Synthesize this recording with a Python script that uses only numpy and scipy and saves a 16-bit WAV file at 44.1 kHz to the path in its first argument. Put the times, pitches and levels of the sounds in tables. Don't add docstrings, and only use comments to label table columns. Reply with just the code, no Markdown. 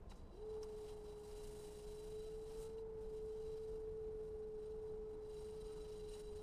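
import sys
import numpy as np
from scipy import signal
from scipy.fft import rfft, irfft, next_fast_len
from scipy.io import wavfile
from scipy.ndimage import uniform_filter1d

SR = 44100
rng = np.random.default_rng(int(sys.argv[2]) if len(sys.argv) > 2 else 0)


def convert_level_to_amplitude(level_db):
    exponent = np.asarray(level_db, float) / 20
    return 10 ** exponent


def transcribe(u):
    v = np.clip(np.atleast_2d(u).T, -1, 1)
    q = np.round(v * 32767).astype(np.int16)
    wavfile.write(sys.argv[1], SR, q)


N = 283298
T = np.arange(N) / SR


def evened(x):
    return x / np.sqrt(np.mean(x ** 2) + 1e-30)


def columns(rows, t):
    s, *values = np.transpose(rows)
    return [np.interp(t, s, v) for v in values]


def coloured(x, points):
    hz, db = np.transpose(points)
    size = next_fast_len(N)
    f = np.fft.rfftfreq(size, 1 / SR)
    gain = convert_level_to_amplitude(np.interp(np.log(f + 1), np.log(hz + 1), db, -90, -90))
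    return evened(irfft(rfft(x, size) * gain, size)[:N])


def resonate(x, hz, width):
    turn = np.exp(2j * np.pi * hz * np.arange(len(x)) / SR)
    r = np.exp(-np.pi * abs(width) / SR)
    return evened((turn * signal.lfilter([1], [1, -2 * r, r * r], x / turn)).real)


def drift(seconds):
    span = max(int(seconds * SR), 2)
    return evened(uniform_filter1d(uniform_filter1d(rng.standard_normal(N), span), span))


def add(mix, s, sound):
    part = mix[round(s * SR):][:len(sound)]
    part += sound[:len(part)]


def stage(levels_db, at):
    half_s = 0.25
    return np.interp(T, [at - half_s, at + half_s], levels_db)


def swell(at, half):
    return np.exp(-((T - at) / half) ** 2)


# [t/s, f/Hz, level/dB]
SPIN_UP = [
    (0.31, 345, -80),
    (0.33, 352, -61),
    (0.355, 360, -58),
    (0.37, 392, -62),
    (0.4, 422, -54),
    (0.44, 429.8, -50.6),
]
# [t/s, f/Hz, level/dB]
RUNNING = [(0.5, 433.1, -48.2), (0.62, 433, -49.5), (0.71, 427.8, -51.5), (1.05, 422.4, -54),
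           (1.8, 422, -54.6), (2.09, 429.5, -52.5), (2.16, 431.4, -50), (2.45, 436, -51),
           (2.78, 446, -50.5), (3.02, 437.7, -51), (3.22, 434.3, -48.5), (3.5, 437.4, -48.5),
           (4.07, 436.5, -48.5), (4.61, 428.7, -50.4), (4.72, 433.5, -49.5), (5.43, 427, -52),
           (5.5, 432.6, -50.5), (6.2, 424.5, -53)]
OVERTONE_DB = [-44, -47.5]
# [middle t/s, half length/s, level/dB under the whine]
BUZZES = [
    [(2.65, 0.15, -23.5), (2.97, 0.1, -26), (4.9, .3, -36)],
    [(1.5, .6, -47), (2.27, 0.052, -31.5), (2.65, 0.083, -30.5), (5.1, 0.089, -34.5), (5.7, 0.15, -29)],
]


def motor():
    hz, level_db = columns(SPIN_UP + RUNNING, T)
    hunting_s = 0.05
    hz = hz + 1.21 * drift(0.019) + 0.3 * drift(hunting_s)
    turn = 2 * np.pi * np.cumsum(hz) / SR
    tone = np.sin(turn)
    flutter = convert_level_to_amplitude(2.5 * drift(0.02))
    for harmonic, (rest_db, buzzes) in enumerate(zip(OVERTONE_DB, BUZZES), 2):
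        power = convert_level_to_amplitude(2 * rest_db) + sum(convert_level_to_amplitude(2 * db) * swell(s, half) for s, half, db in buzzes)
        tone = tone + np.sqrt(power) * flutter * np.sin(harmonic * turn)
    gear_db = stage((-24, -35), 1.85) + 1.5 * drift(0.032)
    tone = tone + convert_level_to_amplitude(gear_db) * np.sin(1.93 * turn + 0.3 * drift(0.05))
    level_db = level_db + 0.81 * drift(0.0082) + 0.5 * drift(hunting_s)
    return np.sqrt(2) * convert_level_to_amplitude(level_db) * tone * (T > SPIN_UP[0][0])


# [t/s, rub level/dB, wetness as fizz over rub/dB, head contact as ring over rub/dB]
GRIP = [(0, -104, 6, -2), (.3, -91, 0, 6.5), (.5, -83.5, 1.5, 0), (.82, -81, 2.5, -2.5),
        (1.2, -80.5, 4.5, 0), (1.27, -73.5, 3, -3.5), (1.6, -73.5, 6, -2.5), (2.22, -76, 2, -1),
        (2.41, -80, 4, -0.5), (2.66, -75.5, -0.5, -5), (2.86, -95, 1, -7), (3.1, -84, 2.5, -2.5),
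        (3.56, -77.5, -0.5, -3.5), (3.85, -88.5, 1, -4), (5.21, -89, -1.5, -3.5), (5.3, -78.5, 2, 0),
        (5.85, -75, -0.5, -2), (6.42, -81.5, 3, 1.5)]
# [middle t/s, half length/s, rub level/dB, fizz over rub/dB]
PUSHES = [(.116, 0.015, -73, -2.5), (0.173, 0.046, -83.5, 0), (0.363, 0.029, -84.5, -1),
          (0.535, .04, -83, -7), (0.638, 0.0094, -73.5, 3), (0.702, 0.027, -79, -1),
          (0.816, 0.047, -76.5, 2), (0.894, 0.028, -72.5, 1), (1.084, 0.038, -78, -6),
          (1.57, 0.045, -79.5, 4), (2.07, 0.04, -80, 5.5), (2.524, 0.051, -75, 2.5),
          (2.627, 0.038, -77.5, 11), (2.795, 0.023, -83, 1), (3.025, 0.027, -82, 2.5),
          (3.16, 0.033, -83, 1), (3.72, 0.074, -87, 2), (4.251, 0.039, -87.5, 1), (4.67, 0.075, -84.5, 0),
          (4.859, 0.049, -88, 2), (5.12, 0.025, -90, 3), (5.43, 0.052, -82.5, 3), (6.095, 0.014, -76, -5),
          (6.135, 0.028, -71.5, 1), (6.193, .018, -72, 3), (6.368, 0.021, -74.5, -1)]


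def touch():
    grip_db, wet_db, contact_db = columns(GRIP, T)
    push_ring_db = -3
    pushed = sum(convert_level_to_amplitude(2 * db) * swell(s, half) for s, half, db, _ in PUSHES)
    pushed_fizz = sum(convert_level_to_amplitude(2 * (db + wet)) * swell(s, half) for s, half, db, wet in PUSHES)
    rub = convert_level_to_amplitude(2 * grip_db) + pushed
    fizz = convert_level_to_amplitude(2 * (grip_db + wet_db)) + pushed_fizz
    ring = convert_level_to_amplitude(2 * (grip_db + contact_db)) + convert_level_to_amplitude(2 * push_ring_db) * pushed
    return 10 * np.log10([rub, fizz, ring])


# [f/Hz, level/dB per Hz]
RUB_COLOUR = [(500, -20), (1000, 2.5), (1600, -3.5), (2400, -2.5), (3500, -2), (5500, -0.5), (6500, -8),
              (9000, -23)]
# [f/Hz, level/dB per Hz]
FIZZ_COLOUR = [(4500, -16), (6300, -5.5), (8500, -0.5), (9800, -2.5), (10400, -6), (12500, -10),
               (15500, -14.5)]
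# [f/Hz, width/Hz, level/dB]
HEAD_MODES = [(3930, 65, -4.5), (3969, 68, -3.5), (2843, 170, -7), (3160, 76, -10.5), (4835, 190, -7.5),
              (5520, 220, -19)]


def hands():
    rub_db, fizz_db, ring_db = touch()
    drag_db = 0.9 * drift(0.011) + 0.54 * drift(0.0041)
    grit = rng.standard_normal((2, N)) * convert_level_to_amplitude(1.5 * rng.exponential(1, (2, N)))
    rub = convert_level_to_amplitude(rub_db + 1.5 + drag_db) * coloured(grit[0], RUB_COLOUR)
    fizz = convert_level_to_amplitude(fizz_db - 1.97 + drag_db + 0.63 * drift(0.013)) * coloured(grit[1], FIZZ_COLOUR)
    ring = np.zeros(N)
    for hz, width, db in HEAD_MODES:
        bursts = convert_level_to_amplitude(2.4 * drag_db + 1.5 * drift(0.0061))
        ring += convert_level_to_amplitude(db) * resonate(rng.standard_normal(N) * bursts, hz, width)
    return rub + fizz + convert_level_to_amplitude(ring_db + 1.0) * ring


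# [f/Hz, width/Hz, level/dB]
LOOSE_PARTS = [(5460, 100, -4.5), (6800, 240, -3.5), (8400, 150, -3.5), (8680, 190, -5), (8940, 160, -2.5),
               (9550, 120, -2)]


def chatter():
    shaft_hz, knock_at = 18.8, 0.55
    turns = T * shaft_hz - knock_at + 0.081 * drift(0.059)
    from_knock = (turns + 0.5) % 1 - 0.5
    knock = (0.32 + np.exp(-from_knock ** 2 / 0.04)) * convert_level_to_amplitude(2.5 * drift(0.027))
    parts = np.zeros(N)
    for hz, width, db in LOOSE_PARTS:
        shaken = rng.standard_normal(N) * knock * convert_level_to_amplitude(2.2 * drift(0.018))
        parts += convert_level_to_amplitude(db) * resonate(shaken, hz, width)
    over_fizz_db = stage((-10.5, -2.5), 4.05)
    return convert_level_to_amplitude(touch()[1] + over_fizz_db - 5.5) * parts


# [t/s, grind level/dB]
STRAIN = [
    (0, -77),
    (.6, -62.5),
    (2.12, -70.5),
    (2.18, -80),
    (2.41, -81),
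    (2.47, -67.5),
    (4.5, -73.5),
    (4.83, -67.5),
    (6.42, -68.5),
]
# [f/Hz, level/dB per Hz]
GRIND_COLOUR = [(450, -19), (600, -3), (900, 7), (1150, -3.5), (1600, -12.5), (2200, -18)]


def grind():
    level_db = columns(STRAIN, T)[0] - 7.0 + 1.1 * drift(0.021)
    return convert_level_to_amplitude(level_db) * coloured(rng.standard_normal(N), GRIND_COLOUR)


# [t/s, peak
# level/dB, f/Hz, width/Hz, length/s]
TICKS = [(.098, -61.5, 7000, 4000, .02), (.116, -60, 2100, 2500, .004), (.114, -66, 2400, 500, .008),
         (.116, -65, 3950, 200, .008), (.117, -57, 840, 260, .0085), (.118, -63, 1370, 150, .0084),
         (.158, -67, 6700, 4000, .027), (.54, -65, 4200, 3900, .0036), (.56, -64, 1200, 500, .03),
         (.63, -59, 3500, 4000, .002), (.63, -51.5, 5500, 800, .005), (.631, -57, 1150, 500, .008),
         (.879, -70, 3200, 250, .04), (2.78, -68, 2870, 260, .01), (2.783, -68.5, 4000, 190, .012),
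         (5.39, -69, 5500, 300, .01), (5.815, -69, 5500, 300, .01), (5.92, -68, 5500, 330, .01),
         (6.088, -64, 3950, 150, .012), (6.09, -63, 9180, 1500, .0084), (6.132, -61, 3940, 120, .022),
         (6.128, -63, 8520, 1500, .028), (6.13, -66, 2870, 220, .025), (6.194, -58, 9600, 700, .011)]


def ticks():
    out = np.zeros(N)
    t = np.arange(4000) / SR
    for s, db, hz, width, length in TICKS:
        puff = resonate(rng.standard_normal(len(t)) * np.exp(-(t / length) ** 2), hz, width)
        add(out, s, convert_level_to_amplitude(db) * puff / abs(puff).max())
    return out


# [start t/s, length/s, from f/Hz, to f/Hz, level/dB]
SQUEAKS = [
    (4.1, .085, 9750, 10850, -96),
    (4.16, .075, 8400, 8250, -98),
    (4.18, .042, 10780, 10730, -94),
    (4.218, .04, 10750, 11850, -98),
    (4.228, .038, 10550, 10900, -96),
    (4.256, .047, 11700, 11520, -99),
    (4.265, .045, 10620, 10550, -97),
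    (4.305, .065, 10600, 10200, -101),
    (4.31, .075, 12000, 10950, -98),
    (4.31, .09, 8400, 8600, -99),
]


def squeak():
    out = np.zeros(N)
    for s, length, from_hz, to_hz, db in SQUEAKS:
        u = np.arange(0, length, 1 / SR) / length
        hz = from_hz + (to_hz - from_hz) * np.sin(np.pi / 2 * u)
        chance = uniform_filter1d(rng.standard_normal((2, 6000)), size=300) * np.sqrt(300)
        waver, flicker = chance[:, :len(u)]
        tone = np.sin(2 * np.pi * np.cumsum(hz + 30 * waver) / SR) * signal.windows.tukey(len(u), 0.2)
        add(out, s, np.sqrt(2) * convert_level_to_amplitude(db + 1.0 + 2.1 * flicker) * tone)
    return out


# [f/Hz, level/dB per Hz]
ROOM_COLOUR = [(8, -6), (15, -1), (25, -2), (40, -1), (60, -9), (118, -16.5), (177, -15), (243, -22.5),
               (400, -19.5), (533, -23), (848, -30.5), (2090, -45.5), (9430, -60), (15400, -65.5)]
# [f/Hz, width/Hz, level/dB, from t/s, to t/s]
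HUMS = [(77, 22, -68, -3, 7), (152.2, 30, -72, 0.8, 7), (200.8, 28, -72.5, -5, 7),
        (309.2, 19, -77, -0.9, 7), (434, 120, -70, -1, 0.44), (802.6, 40, -79.5, 0.3, 7),
        (1464, 37, -90, 1.2, 7), (661, 81, -77, -0.4, 2.3), (912, 57, -78.5, 1.2, 2.1),
        (1040, 28, -78.5, -1, .34)]


def studio():
    air = convert_level_to_amplitude(-56.5 + 0.76 * drift(0.08)) * coloured(rng.standard_normal(N), ROOM_COLOUR)
    for hz, width, db, start, end in HUMS:
        inside_s = np.minimum(T - start, end - T)
        sounding = np.clip(inside_s / 0.013 + 0.5, 0, 1)
        air = air + convert_level_to_amplitude(db) * sounding * resonate(rng.standard_normal(N), hz, width)
    return air


def splices():
    splices_per_s = 25.42
    middle, share = 0.29, 0.27
    from_middle = (T * splices_per_s - middle + 0.5) % 1 - 0.5
    u = np.clip(from_middle / share + 0.5, 0, 1)
    return np.sqrt(u ** 2 + (1 - u) ** 2)


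def scene():
    noises = hands() + chatter() + grind() + studio()
    return (motor() + ticks() + squeak() + splices() * noises)[None]


# [f/Hz, level/dB a bin must stand over its neighbourhood]
GATE = [(10500, -11), (11500, -4), (12500, -1.5), (14000, -1.5), (15500, 1.5)]


def treble_holes(x):
    hz, _, z = signal.stft(x, SR, nperseg=1536)
    power = uniform_filter1d(uniform_filter1d(abs(z) ** 2, size=2, axis=1), size=3, axis=0)
    around = uniform_filter1d(uniform_filter1d(power, size=32, axis=0), size=3, axis=1)
    needed_db = columns(GATE, hz)[0] - 100 * (hz < GATE[0][0])
    kept = power > around * convert_level_to_amplitude(2 * needed_db)[:, None]
    return signal.istft(z * np.where(kept, 1, convert_level_to_amplitude(-22.0)), SR, nperseg=1536)[1][:N]


def top_cut(x):
    return signal.sosfilt(signal.butter(12, 15600, fs=SR, output="sos"), x)


def record(dry):
    mix = treble_holes(dry[0])[None]
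    return top_cut(mix)


dry = scene()
out = record(dry)
transcribe(out)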